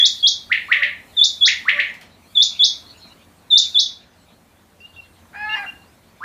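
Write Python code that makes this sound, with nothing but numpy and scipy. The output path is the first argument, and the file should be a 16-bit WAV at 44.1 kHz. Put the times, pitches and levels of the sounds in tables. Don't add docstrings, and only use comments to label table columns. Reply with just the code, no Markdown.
import sys
import numpy as np
from scipy import signal
from scipy.io import wavfile
from scipy.ndimage import uniform_filter1d

SR = 44100
rng = np.random.default_rng(int(sys.argv[2]) if len(sys.argv) > 2 else 0)


def dump(signal):
    limited = np.clip(np.atleast_2d(signal).T, -1, 1)
    pcm = np.round(limited * 32767).astype(np.int16)
    wavfile.write(sys.argv[1], SR, pcm)


N = 275184
LEAD = SR // 5


def quail_whistles():
    # start, hold and flick in seconds; entry, dip, end-of-hold and top pitch in Hz; level in dB.
    calls = [(-.018, .070, 0.02, 3700, 3330, 3780, 7280, -9),
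             (.225, 0.045, .022, 3510, 3266, 3820, 6770, -8),
             (1.165, 0.072, .020, 3830, 3449, 3738, 7250, -9),
             (1.407, 0.046, 0.026, 3600, 3331, 3800, 6900, -9),
             (2.349, 0.072, .021, 3870, 3386, 3705, 7170, -9.5),
             (2.59, 0.047, 0.025, 3690, 3350, 3820, 6590, -8),
             (3.501, 0.073, .019, 4052, 3500, 3790, 7290, -7),
             (3.743, 0.048, .022, 3796, 3394, 3904, 6630, -9.5)]
    shape_db = np.array([-23.5, -6.5, 2.5, -2.5, 2, -3, -11.5, -14])
    for start, hold, flick, entry, dip, knee, top, db in calls:
        hold_times = hold * np.array([0, .12, .45, .8, 1])
        flick_times = hold + flick * np.array([.4, .8, 1.13])
        hold_hz = [entry, .4 * entry + .6 * dip, dip, .6 * dip + .4 * knee, knee]
        flick_hz = [knee + .5 * (top - knee), knee + .91 * (top - knee), top]
        times = np.concatenate([hold_times, flick_times])
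        yield start, tone(times, hold_hz + flick_hz, db + shape_db, overtones_db=[-38, -46])


def quail_whips():
    # time of the snap and length of the lead-in in seconds, base entry pitch in Hz,
    # a factor on all its pitches, level in dB.
    calls = [(-.09, .02, 1294, 0.97, -7.5), (.526, .016, 1236, 1.007, -4), (.726, 0.029, 1047, 1, -2),
             (.832, .014, 1298, 0.99, -5), (1.487, 0.014, 1246, 1.01, -5), (1.692, 0.026, 1001, 0.99, -2),
             (1.800, .014, 1303, 1, -5), (6.250, 0.032, 900, 1.02, -5)]
    # seconds from the snap, base pitch in Hz, level change in dB.
    stroke = [(-.013, 1654, -23.5), (-.007, 1874, -3), (-.001, 2305, -6.5), (.002, 2900, -7.5),
              (.005, 4700, -20.5)]
    for snap, lead_in, entry_hz, pitch_factor, db in calls:
        entry = (stroke[0][0] - lead_in, entry_hz, -32)
        times, hz, shape_db = np.transpose([entry] + stroke)
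        yield snap + times[0], tone(times, pitch_factor * hz, db + shape_db, overtones_db=[-30, -45])


def quail_gulps():
    # start and length in seconds, pitch in Hz, level in dB.
    notes = [(0.754, 0.069, 594, -39), (1.722, .07, 590.6, -37.5)]
    for start, length, hz, db in notes:
        yield start, short_note(length, hz, .97 * hz, db, overtones_db=[3, -8])


def quail_growl():
    # time in seconds, rate of pulse pairs in Hz, effort in dB, roughness from 0 to 1,
    # unevenness of each pair from 0 to 1, beak opening as a factor on the throat's pitches.
    gesture = [(5.325, 378.6, -51, .8, 0.23, 0.88), (5.355, 404.8, -31, 0.74, 0.2, 0.934),
               (5.372, 408.4, -32.5, 0.13, 0.2, 1.057), (5.446, 428, -29.5, 0.13, 0.4, 1.02),
               (5.47, 429.2, -28.5, 0, 0.4, 0.87), (5.545, 431.4, -25.5, 0.13, 0.55, .95),
               (5.558, 411.5, -23.5, 0.6, 0.5, 1.094), (5.58, 406, -22, 0.42, 0.75, 1.144),
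               (5.60, 407.7, -30, 0, 0.2, 1.003), (5.625, 404, -34, 0.24, 0.4, 0.97),
               (5.646, 390, -27, 0.73, .3, 0.867), (5.665, 369.2, -34, .8, .3, .9)]
    # base pitch in Hz, width in Hz, level in dB.
    throat = [(863, 283, 0.5), (1700, 420, 6.5), (2495, 530, -3.5), (4220, 1100, -21.5), (5060, 500, -25)]
    times, *columns = np.transpose(gesture)
    t = np.arange(times[0], times[-1], 1 / SR)
    hz, effort_db, rough, uneven, beak = (np.interp(t, times, column) for column in columns)
    wobble = .13 * uniform_filter1d(rng.standard_normal(len(t)), size=200)
    turns = np.cumsum(hz * (1 + wobble)) / SR
    pulses = sum((uneven if k % 2 else 1) * np.cos(2 * np.pi * k * turns) for k in range(2, 15))
    puffs = (.38 + np.exp(-(2 * turns % 1) / .34)) * rng.standard_normal(len(t))
    drive = (1 - rough) * unit_level(pulses) + 1.5 * rough * unit_level(puffs)
    voice = np.zeros(len(t))
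    for k, (base_hz, width, db) in enumerate(throat):
        ringing = resonate(drive, base_hz * beak, width)
        voice += (-1) ** k * amp(db) * resonate(ringing, base_hz * beak, width)
    yield times[0], amp(effort_db) * unit_level(voice) * signal.windows.tukey(len(t), .05)


def far_bird():
    # start and length in seconds, first and last pitch in Hz, level in dB.
    notes = [(4.803, 0.063, 2700, 2880, -37.5), (4.962, 0.047, 2760, 2720, -35.5),
             (5.492, .06, 2720, 2870, -19.5), (5.663, 0.042, 2760, 2800, -26),
             (4.80, .025, 5200, 4200, -55.5), (3.30, 0.098, 8500, 8500, -65.5),
             (4.15, .1, 8300, 7700, -65.5), (5.05, .12, 9000, 8200, -65), (5.86, .1, 8500, 7900, -66)]
    for start, length, first_hz, last_hz, db in notes:
        yield start, short_note(length, first_hz, last_hz, db, overtones_db=[-35])


def cage_knocks():
    # start in seconds, level in dB, centre pitch in Hz, fading time in seconds.
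    knocks = [(1.94, -43.5, 3000, .006), (2.012, -41, 2380, 0.0074), (5.19, -57, 4000, .004)]
    t = np.arange(2000) / SR
    for start, db, hz, decay in knocks:
        puff = resonate(rng.standard_normal(len(t)), hz, width_hz=2200)
        yield start, amp(db - 8.7 * t / decay) * unit_level(puff)


def distant_chatter():
    # time in seconds, level in dB.
    levels = [(0.0, -34.5), (0.12, -45), (0.17, -46), (0.31, -53), (0.59, -53), (0.75, -50), (0.97, -65),
              (1.22, -44.5), (1.27, -48.5), (1.34, -51), (1.39, -49.5), (1.51, -56.5), (1.68, -49.5),
              (1.86, -44.5), (2.03, -70), (2.31, -57), (2.4, -45), (2.54, -43.5), (2.59, -43.5), (2.8, -55),
              (3.06, -51), (3.3, -58), (3.56, -64), (3.67, -33.5), (3.72, -42), (3.79, -44.5),
              (3.96, -57.5), (4.07, -64.5), (4.73, -65), (4.93, -59), (5.4, -65.5), (5.54, -48), (5.6, -54),
              (5.79, -61.5), (6.24, -63)]
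    # frequency in Hz, relative strength in dB.
    colour = [(880, -38), (1500, -14), (2300, -6), (3130, -7.5), (4180, 1.5), (4910, -14.5), (7000, -16),
              (9100, -57), (15400, -120)]
    return amp(curve(levels)) * noise(colour, patchy_db=8)


def air_and_traffic():
    # frequency in Hz, relative strength in dB.
    colour = [(15, -62.5), (25, -40), (90, -3.5), (129, -17), (172, -9), (198, -5), (359, -13),
              (386, -13.5), (683, -12.5), (867, -15), (1000, -15), (2090, -21.5), (7380, -32.5),
              (9590, -67.5), (16200, -120)]
    # time in seconds, level in dB (only its swing around the average counts).
    swells = [(0.0, -58.5), (0.73, -55.5), (1.43, -58.5), (1.55, -56), (1.77, -53.5), (2.29, -58.5),
              (2.88, -55.5), (3.67, -59.5), (3.82, -57), (4.45, -60.5), (5.32, -58), (5.56, -53),
              (5.96, -60), (6.24, -58.5)]
    swell_db = curve(swells)
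    return amp(-53 + swell_db - swell_db.mean()) * noise(colour, patchy_db=1.6)


def machine_hum():
    # pitch in Hz, level in dB.
    tones = [(86, -60.5), (171, -66.5), (227, -67)]
    return sum(amp(db) * unit_level(resonate(rng.standard_normal(N), hz, width_hz=4)) for hz, db in tones)


def microphone_hiss():
    # time in seconds, level in dB.
    levels = [(0.0, -56), (0.14, -53), (0.36, -61), (0.76, -57), (0.96, -62), (1.23, -54), (1.37, -56.5),
              (1.79, -59), (2.12, -67.5), (2.4, -54), (2.55, -60.5), (2.68, -59.5), (2.82, -60),
              (3.34, -63.5), (3.56, -63.5), (3.7, -55.5), (4.03, -70), (4.24, -65), (4.85, -64.5),
              (4.99, -63.5), (5.4, -62.5), (5.61, -57), (5.87, -63.5), (6.24, -64.5)]
    return amp(curve(levels)) * noise([(3000, -31), (8000, -3.5), (15000, -6.5)], patchy_db=-.4)


def wall_echo(sound, echo_db):
    # frequency in Hz, seconds its echo takes to fade by 60 dB.
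    fade_times = [(800, .4), (2000, 0.36), (4000, 0.31), (7000, .26), (12000, .15)]
    bounces = np.zeros(SR * 6 // 10)
    slots = np.arange(0, len(bounces) - 20, 20)
    strengths = rng.choice([-1., 1.], len(slots)) * amp(3 * rng.standard_normal(len(slots)))
    bounces[slots + rng.integers(0, 20, len(slots))] = strengths
    bounces[:round(.004 * SR)] = 0
    hz, t, spectra = signal.stft(bounces, SR, nperseg=256)
    fade = amp(-60 * t / at_frequency(fade_times, hz)[:, None])
    tail = signal.istft(spectra * fade, SR, nperseg=256)[1]
    tail *= amp(echo_db) / np.linalg.norm(tail)
    tail[0] += 1
    return signal.fftconvolve(sound, tail)


def tone(times, hz, db, overtones_db):
    t = np.arange(times[0], times[-1], 1 / SR)
    hz, db = (uniform_filter1d(np.interp(t, times, c), size=90, mode="nearest") for c in (hz, db))
    phase = 2 * np.pi * np.cumsum(hz) / SR
    overtones = sum(amp(level) * np.sin(k * phase) for k, level in enumerate(overtones_db, start=2))
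    return amp(db) * (np.sin(phase) + overtones) * signal.windows.tukey(len(t), .08)


def short_note(length, first_hz, last_hz, db, overtones_db):
    times = length * np.array([0, .3, .85, 1])
    shape_db = np.array([-5.5, -6, 1.5, -7])
    return tone(times, np.linspace(first_hz, last_hz, 4), db + shape_db, overtones_db)


def noise(colour, patchy_db):
    frames, hz = N // 256 + 5, np.fft.rfftfreq(1024, 1 / SR)
    real, imaginary, patches = rng.standard_normal((frames, 513, 3)).T
    patches = uniform_filter1d(patches, size=12, axis=0)
    patches = unit_level(uniform_filter1d(patches, size=10, axis=1))
    spectra = (real + 1j * imaginary) * amp(at_frequency(colour, hz)[:, None] + patchy_db * patches)
    return unit_level(signal.istft(spectra, nperseg=1024, noverlap=768)[1][:N])


def resonate(x, hz, width_hz):
    spin = np.exp(2j * np.pi * np.cumsum(hz * np.ones(len(x))) / SR)
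    memory = np.exp(-np.pi * width_hz / SR)
    return 2 * (spin * signal.lfilter([1 - memory], [1, -memory], x / spin)).real


def amp(db):
    return 10 ** (np.asarray(db) / 20)


def unit_level(x):
    return x / np.sqrt(np.mean(x ** 2) + 1e-20)


def at_frequency(rows, hz):
    known_hz, values = np.transpose(rows)
    return np.interp(np.log(hz + 1), np.log(known_hz + 1), values)


def curve(rows):
    times, values = np.transpose(rows)
    return np.interp(np.arange(N) / SR, times, values)


def scene():
    mix = np.zeros(LEAD + N)
    # a source, and the level of its echo in dB against the direct sound.
    for source, echo_db in [(quail_whistles, -3), (quail_whips, -.5), (quail_gulps, -6),
                            (far_bird, -10.5), (cage_knocks, .5), (quail_growl, -9)]:
        for start, sound in source():
            heard = wall_echo(sound, echo_db)
            part = mix[LEAD + round(start * SR):][:len(heard)]
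            part += heard[:len(part)]
    background = air_and_traffic() + machine_hum() + distant_chatter() + microphone_hiss()
    return (mix[LEAD:] + background)[None]


def record(dry):
    cutoff_hz = 15300
    low_pass = signal.firwin(511, cutoff_hz, window=("kaiser", 9), fs=SR)
    return signal.oaconvolve(dry, low_pass[None], "same")


dry = scene()
out = record(dry)
dump(out)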